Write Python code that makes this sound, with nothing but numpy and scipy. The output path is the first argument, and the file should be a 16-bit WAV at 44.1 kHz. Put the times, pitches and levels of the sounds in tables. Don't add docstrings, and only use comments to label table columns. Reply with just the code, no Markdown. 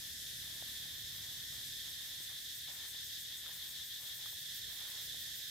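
import sys
import numpy as np
from scipy import signal
from scipy.fft import rfft, irfft
from scipy.io import wavfile
from scipy.ndimage import uniform_filter1d

SR = 44100
rng = np.random.default_rng(int(sys.argv[2]) if len(sys.argv) > 2 else 0)


def dump_mix(stems):
    frames = np.atleast_2d(stems).T
    limited = np.clip(frames, -1, 1)
    pcm = np.round(limited * 32767).astype(np.int16)
    wavfile.write(sys.argv[1], SR, pcm)


def elevation(decibels):
    levels = np.asarray(decibels, float)
    return 10 ** (levels / 20)


N = 242550


def unit(x):
    return x / np.sqrt(np.mean(x ** 2) + 1e-20)


def in_time(rows):
    s, *columns = np.transpose(rows)
    return [np.interp(np.arange(N) / SR, s, c) for c in columns]


def coloured(x, points):
    bin_hz = np.maximum(np.arange(N // 2 + 1) * SR / N, 1)
    hz, db = np.transpose(points)
    return irfft(rfft(x) * elevation(np.interp(np.log(bin_hz), np.log(hz), db)), N)


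def drift(per_s):
    r = np.exp(-2 * np.pi * per_s / SR)
    slow = signal.lfilter([1], [1, -2 * r, r * r], rng.standard_normal(N + SR))
    return unit(slow[SR:])


# frequency in Hz, level under their sum in dB.
PORT_DIFFERENCE = [(60, -54), (110, -55), (200, -28), (380, -16.5), (700, -15.5), (1290, -9.5), (2380, -3),
                   (4400, -3), (8120, -0.5), (15000, -3)]


def diffuse():
    both, apart = rng.standard_normal((2, N))
    return both + coloured(apart, PORT_DIFFERENCE) * [[1], [-1]]


def panned(pan_db):
    return elevation(np.array([pan_db / 2, -pan_db / 2]))


def body(x, modes):
    out = 0
    for k, (hz, width_hz, db) in enumerate(modes):
        r = np.exp(-np.pi * 1.55 * width_hz / SR)
        b = (1 - r * r) / 2 * np.array([1, 0, -1])
        a = [1, -2 * r * np.cos(2 * np.pi * hz / SR), r * r]
        once = signal.lfilter(b, a, x)
        out = out + (-1) ** k * elevation(db) * signal.lfilter(b, a, once)
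    return unit(out)


def tymbals(click_hz, spread, sharp, steady, count):
    power = steady
    for _ in range(count):
        rate_hz = click_hz * (1 + spread * rng.standard_normal() + 0.0398 * drift(7.23))
        turns = np.cumsum(rate_hz) / SR + rng.random()
        power = power + np.exp(sharp * (np.cos(2 * np.pi * turns) - 1)) / count
    return np.sqrt(power) * diffuse()


def throb(t, width_s):
    return np.exp(-np.abs(t / width_s) ** 2.6)


# time in s, treble level in dB, middle over treble in dB.
LEFT_BURSTS = [(1.902, -61, 1), (2.077, -60.5, 0.5), (2.227, -56.5, 2), (2.415, -61, 2.5), (2.567, -57, 3),
               (2.741, -57, 2), (2.896, -55.5, 3.5), (3.063, -56.5, 0.5), (3.215, -58, 2), (3.383, -58, 5),
               (3.551, -56.5, 1), (3.705, -57, 3), (3.862, -57, 0.5), (4.016, -56.5, 0.5),
               (4.166, -55.5, -1), (4.325, -57, 0.5)]
CENTRAL_BURSTS = [
    (4.406, -57, -5),
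    (4.567, -54.5, -3.5),
    (4.735, -57.5, -4),
    (4.896, -55, -1.5),
    (5.040, -55.5, -3),
    (5.215, -55, -3),
    (5.370, -55, -3),
]
STRAY_BURSTS = [(0.209, -59, 3), (0.454, -64, 1.5), (0.556, -64, 3), (0.698, -64, -5), (1.0, -62, -7),
                (1.166, -56, -8), (1.324, -60, -7), (1.424, -69, 1.5), (1.544, -60, 3), (1.66, -60, 0),
                (3.15, -68, -6), (3.47, -65, -6), (3.64, -59, -9), (3.79, -64, -6), (3.94, -62, -4),
                (4.077, -57, -1.5), (4.283, -56, -8)]
# body note in Hz, left-right in dB, share in the breaks, lag of the break in s.
LEFT_SINGER = (1655, 7.5, 1.05, .008)
CENTRAL_SINGER = (1740, 1.4, 1.0, .018)
STRAY_SINGER = (1610, 2.7, 0.1, 0.036)


def trees():
    choir = ((LEFT_BURSTS, LEFT_SINGER), (CENTRAL_BURSTS, CENTRAL_SINGER), (STRAY_BURSTS, STRAY_SINGER))
    return [(*row, *voice) for rows, voice in choir for row in rows]


def breaks():
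    out, t = np.zeros(N), np.arange(N) / SR
    for s, *_, share, lag_s in trees():
        near = slice(round((s - .1) * SR), round((s + .12) * SR))
        out[near] += share * throb(t[near] - s - lag_s, width_s=0.029)
    return out


# time in s, loudness in dB, lean left-right in dB, unison as depth of breaks in dB.
CHOIR = [(0, -51.5, 0, 0.5), (.45, -49.5, -0.5, 0), (.8, -48.5, -2, 1.5), (1.2, -49.5, -1.5, 2),
         (1.9, -48.5, -1.5, 1), (2.45, -48.5, -1, 3), (2.75, -48.5, -0.2, 4.5), (3.06, -47.5, -0.5, 3.5),
         (3.4, -47.8, 0.5, 4), (4.17, -47.5, 0.1, 5), (4.38, -48, -1, 2.2), (4.58, -48, -4, 1.2),
         (4.72, -48, -3, 2.5), (5.0, -48, -4, 2), (5.22, -48, -2.7, 0.5), (5.5, -48, -5.5, 3)]
# frequency in Hz, width in Hz, level in dB.
BELLY_MODES = [(3340, 280, -3.5), (3386, 60, 1), (3517, 91, -2), (3680, 100, -1.5), (3781, 255, -4.5),
               (4360, 400, -14.5)]
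UNDERTONE_MODES = [(1726, 106, -3.5), (1816, 115, -7.5), (1606, 244, -4), (1908, 296, -2)]
OVERTONE_MODES = [(5163, 460, 3), (5950, 1050, -5.5), (6780, 850, -2), (8110, 650, -5.5)]
# level over it in dB, share of its swell, dB gained per dB of lean right,
# share of lean, share of breaks, waver in dB.
UNDERTONE_FOLLOWS = (-12, -0.03, 0.36, 0.84, 0.5, 0)
OVERTONES_FOLLOW = (-5.5, -0.2, 0.34, .3, 0.47, 1)


def drone():
    level_db, pan_db, unison_db = in_time(CHOIR)
    sink_db = -unison_db * breaks()
    puffs = tymbals(120.0, spread=0.23, sharp=3.1, steady=2.2, count=5)
    belly_db = level_db + sink_db - 0.04 * drift(5.1) + 0.52
    out = elevation(belly_db) * panned(pan_db) * body(puffs, BELLY_MODES)
    mean_db = level_db.mean()
    for modes, follows in ((UNDERTONE_MODES, UNDERTONE_FOLLOWS), (OVERTONE_MODES, OVERTONES_FOLLOW)):
        over_db, swell, gain, lean, sink, waver_db = follows
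        db = mean_db + over_db + swell * (level_db - mean_db) - gain * pan_db + sink * sink_db
        out = out + elevation(db + waver_db * drift(3.6)) * panned(lean * pan_db) * body(puffs, modes)
    return out


# frequency in Hz, width in Hz, level in dB.
SHRILL_MODES = [(12020, 1600, -2), (13100, 450, 1), (14140, 970, 2), (14900, 1400, -0.5), (15600, 1200, -7)]


def shrill():
    swell_start_s, swell_db_per_s = 3.5, 1.3
    level_db = -58 + swell_db_per_s * np.maximum(np.arange(N) / SR - swell_start_s, 0)
    puffs = tymbals(180.0, spread=0.051, sharp=2.5, steady=0.45, count=4)
    return elevation(level_db + 0.82 * drift(5.8)) * panned(3.6)[:, None] * body(puffs, SHRILL_MODES)


# frequency in Hz, level in dB.
FAR_HISS = [(1300, -17), (2500, -1.5), (4600, 4.5), (7400, 0), (9200, 1.5), (10500, 2.5), (12000, 3.5),
            (14000, 1), (15800, -14)]


def far_chorus():
    loss_per_unison = 0.52
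    level_db = -50 - loss_per_unison * in_time(CHOIR)[2] + 0.67 * drift(6.3)
    return elevation(level_db) * panned(.2)[:, None] * unit(coloured(diffuse(), FAR_HISS))


# frequency in Hz, level in dB.
LITTER_COLOUR = [(250, -10.5), (450, -5), (800, -1), (1300, -1.5), (2200, 0.5), (4000, -9.5)]
# start in s, hold in s, level in dB.
LITTER_RUSTLES = [(.0, .03, -73), (0.42, 0.2, -71.5), (0.656, 0.31, -73), (1.098, 0.32, -72.5),
                  (1.525, 0.065, -69), (1.84, 0.038, -69.5), (1.97, .27, -74), (2.29, .03, -67.5),
                  (2.677, 0.015, -60.5), (2.743, 0.12, -67), (2.93, 0.052, -76), (3.306, .1, -74),
                  (3.43, 0.078, -66.5), (3.55, 0.26, -73), (4.0, .11, -69), (4.18, 0.058, -71),
                  (4.25, .01, -70), (4.68, 0.11, -71), (4.794, 0.19, -65.5), (4.975, 0.046, -76),
                  (5.25, .08, -77)]


def rustle():
    attack_s, fall_db_per_s, floor_db = 0.017, 157, -79.5
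    t, power = np.arange(N) / SR, elevation(2 * floor_db)
    for s, hold_s, db in LITTER_RUSTLES:
        rise = np.clip((t - s) / attack_s + .5, 0, 1)
        fall_db = fall_db_per_s * np.maximum(t - s - hold_s, 0)
        power = power + rise ** 2 * elevation(2 * (db - fall_db))
    grains_per_s = 900
    grains = (rng.random(N) < grains_per_s / SR) * elevation(3.5 * np.minimum(rng.exponential(1, N), 3))
    crackle = unit(uniform_filter1d(grains, 40))
    hiss = diffuse() * (1 + .5 * crackle)
    return np.sqrt(power) * elevation(6.5) * unit(coloured(hiss, LITTER_COLOUR))


# time in s, level in dB.
ROAD_LEVEL = [
    (0, -60),
    (1.6, -60),
    (2.47, -64.5),
    (3.74, -63),
    (3.9, -65.5),
    (4.55, -62),
    (4.64, -58.5),
    (4.96, -63.5),
    (5.1, -58.5),
    (5.5, -61.5),
]
# frequency in Hz, level in dB.
ROAD_RUMBLE = [(15, -41), (30, -19), (50, -4.5), (70, 1), (110, 0.5), (150, -0.5), (172, -9.5),
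               (210, -10.5), (340, -13), (600, -15), (800, -25), (1300, -90)]


def road():
    return elevation(in_time(ROAD_LEVEL)[0] - 5.5) * unit(coloured(diffuse(), ROAD_RUMBLE))


# time in s, firings per s.
NEAR_FIRING = [
    (0, 35.6),
    (.8, 36.7),
    (1.6, 37.7),
    (2.4, 38.2),
    (3.4, 39.2),
    (4.35, 40.4),
    (4.65, 34.5),
    (4.9, 32),
    (5.5, 29.5),
]
FAR_FIRING = [
    (0, 52.5),
    (.5, 51.5),
    (.9, 51),
    (1.2, 49),
    (1.7, 43.5),
    (2, 41),
]
# time in s, level in dB.
NEAR_LEVEL = [(0, -71.5), (.8, -70.5), (1.6, -73), (2, -75.5), (2.5, -77), (3.2, -75.5), (3.9, -78),
              (4.4, -77.5), (4.7, -80), (5, -75), (5.5, -80)]
FAR_LEVEL = [
    (0, -76),
    (.5, -75),
    (.9, -74.5),
    (1.3, -69),
    (1.7, -77),
    (1.95, -76.5),
    (5.5, -100),
]
# multiple of the firing rate, level in dB.
NEAR_HARMONICS = [(1, -9), (2, 0), (3, -1), (4, -2), (5, -8), (6, -9), (7, -8), (8, -11), (9, -16),
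                  (10, -15)]
FAR_HARMONICS = [(1, -5.0), (2, 0.5), (3, -3.0), (4, -16)]


def engine(speed, loudness, orders, wobble, flutter_db):
    firing_hz = in_time(speed)[0] * (1 + wobble * drift(4.45))
    turns = np.cumsum(firing_hz) / SR
    tones = (elevation(db + flutter_db * drift(2.6)) * np.sin(2 * np.pi * k * turns) for k, db in orders)
    return np.sqrt(2) * elevation(in_time(loudness)[0]) * sum(tones)


# multiple of the body note, width in Hz, level in dB.
BURST_HIGH = [(7, 500, -8.0), (8, 400, 0.5), (9, 520, -1.5)]
BURST_MID = [(4, 450, -4.0), (5, 480, 0.5), (6, 350, -5.0)]


def buzz():
    out, half = np.zeros((2, N)), SR // 12
    t = np.arange(-half, half) / SR
    puffs = tymbals(240.0, spread=0.071, sharp=3.3, steady=0.15, count=2)
    heard = puffs[0] + 0.62 * puffs[::-1]
    for s, treble_db, middle_over_db, tree_hz, pan_db, *_ in trees():
        note_hz = tree_hz + 20 * rng.standard_normal()
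        middle_db = treble_db + middle_over_db
        at = round(s * SR)
        span = slice(at - half, at + half)
        blur = 1 + max(note_hz - 1690, 0) / 70
        high = [(k * note_hz, blur * hz, db - (k - 7) * 4.2 * (blur - 1)) for k, hz, db in BURST_HIGH]
        mid = [(k * note_hz, blur * hz, db) for k, hz, db in BURST_MID]
        treble = panned(pan_db)[:, None] * body(heard[:, span], high)
        middle = panned(.3 * pan_db)[:, None] * body(heard[:, span], mid)
        out[:, span] += throb(t, width_s=0.032) * elevation(treble_db + 1.0) * treble
        out[:, span] += throb(t, width_s=0.029) * elevation(middle_db - 1.5) * middle
    return out


# time in s, peak in dB, frequency in Hz, left-right in dB.
TWIG_TICKS = [(0.6241, -42, 665, 1.5), (0.858, -55, 754, -2), (1.526, -58, 627, -0.5),
              (2.205, -49, 353, -1.0), (2.7, -62, 684, -1), (2.851, -53, 1260, 0.5),
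              (2.947, -57, 767, -1.0), (3.462, -50, 1320, 0.0), (3.492, -50, 930, 1.0),
              (4.2597, -44.5, 1180, 2), (4.3287, -53.5, 850, 2), (4.3385, -58, 738, -0.5),
              (4.683, -57, 384, -1.0), (5.145, -51, 710, 1)]


def ticks():
    rise_s, t60_s, hollow_ratio, hollow_db = .0003, .009, .62, -13
    out, t = np.zeros((2, N)), np.arange(SR // 10) / SR
    for s, peak_db, hz, pan_db in TWIG_TICKS:
        ring = np.sin(2 * np.pi * hz * t)
        hollow = elevation(hollow_db) * np.sin(2 * np.pi * hollow_ratio * hz * t)
        knock = (1 - np.exp(-t / rise_s)) * elevation(-t / t60_s * 60) * (ring + hollow)
        at = round(s * SR)
        out[:, at:at + len(t)] += elevation(peak_db + 2.5) * panned(pan_db)[:, None] * knock
    return out


def scene():
    insects = drone() + shrill() + far_chorus() + buzz()
    near = engine(NEAR_FIRING, NEAR_LEVEL, NEAR_HARMONICS, wobble=.002, flutter_db=1.3)
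    far = engine(FAR_FIRING, FAR_LEVEL, FAR_HARMONICS, wobble=.003, flutter_db=1.3)
    return insects + rustle() + ticks() + road() + near + far


def band_limit(x):
    return signal.sosfilt(signal.butter(12, 16030, fs=SR, output="sos"), x)


def record(dry):
    steep = signal.ellip(12, .3, 70, 15800, fs=SR, output="sos")
    mix = signal.sosfilt(steep, dry)
    return band_limit(mix)


dry = scene()
out = record(dry)
dump_mix(out)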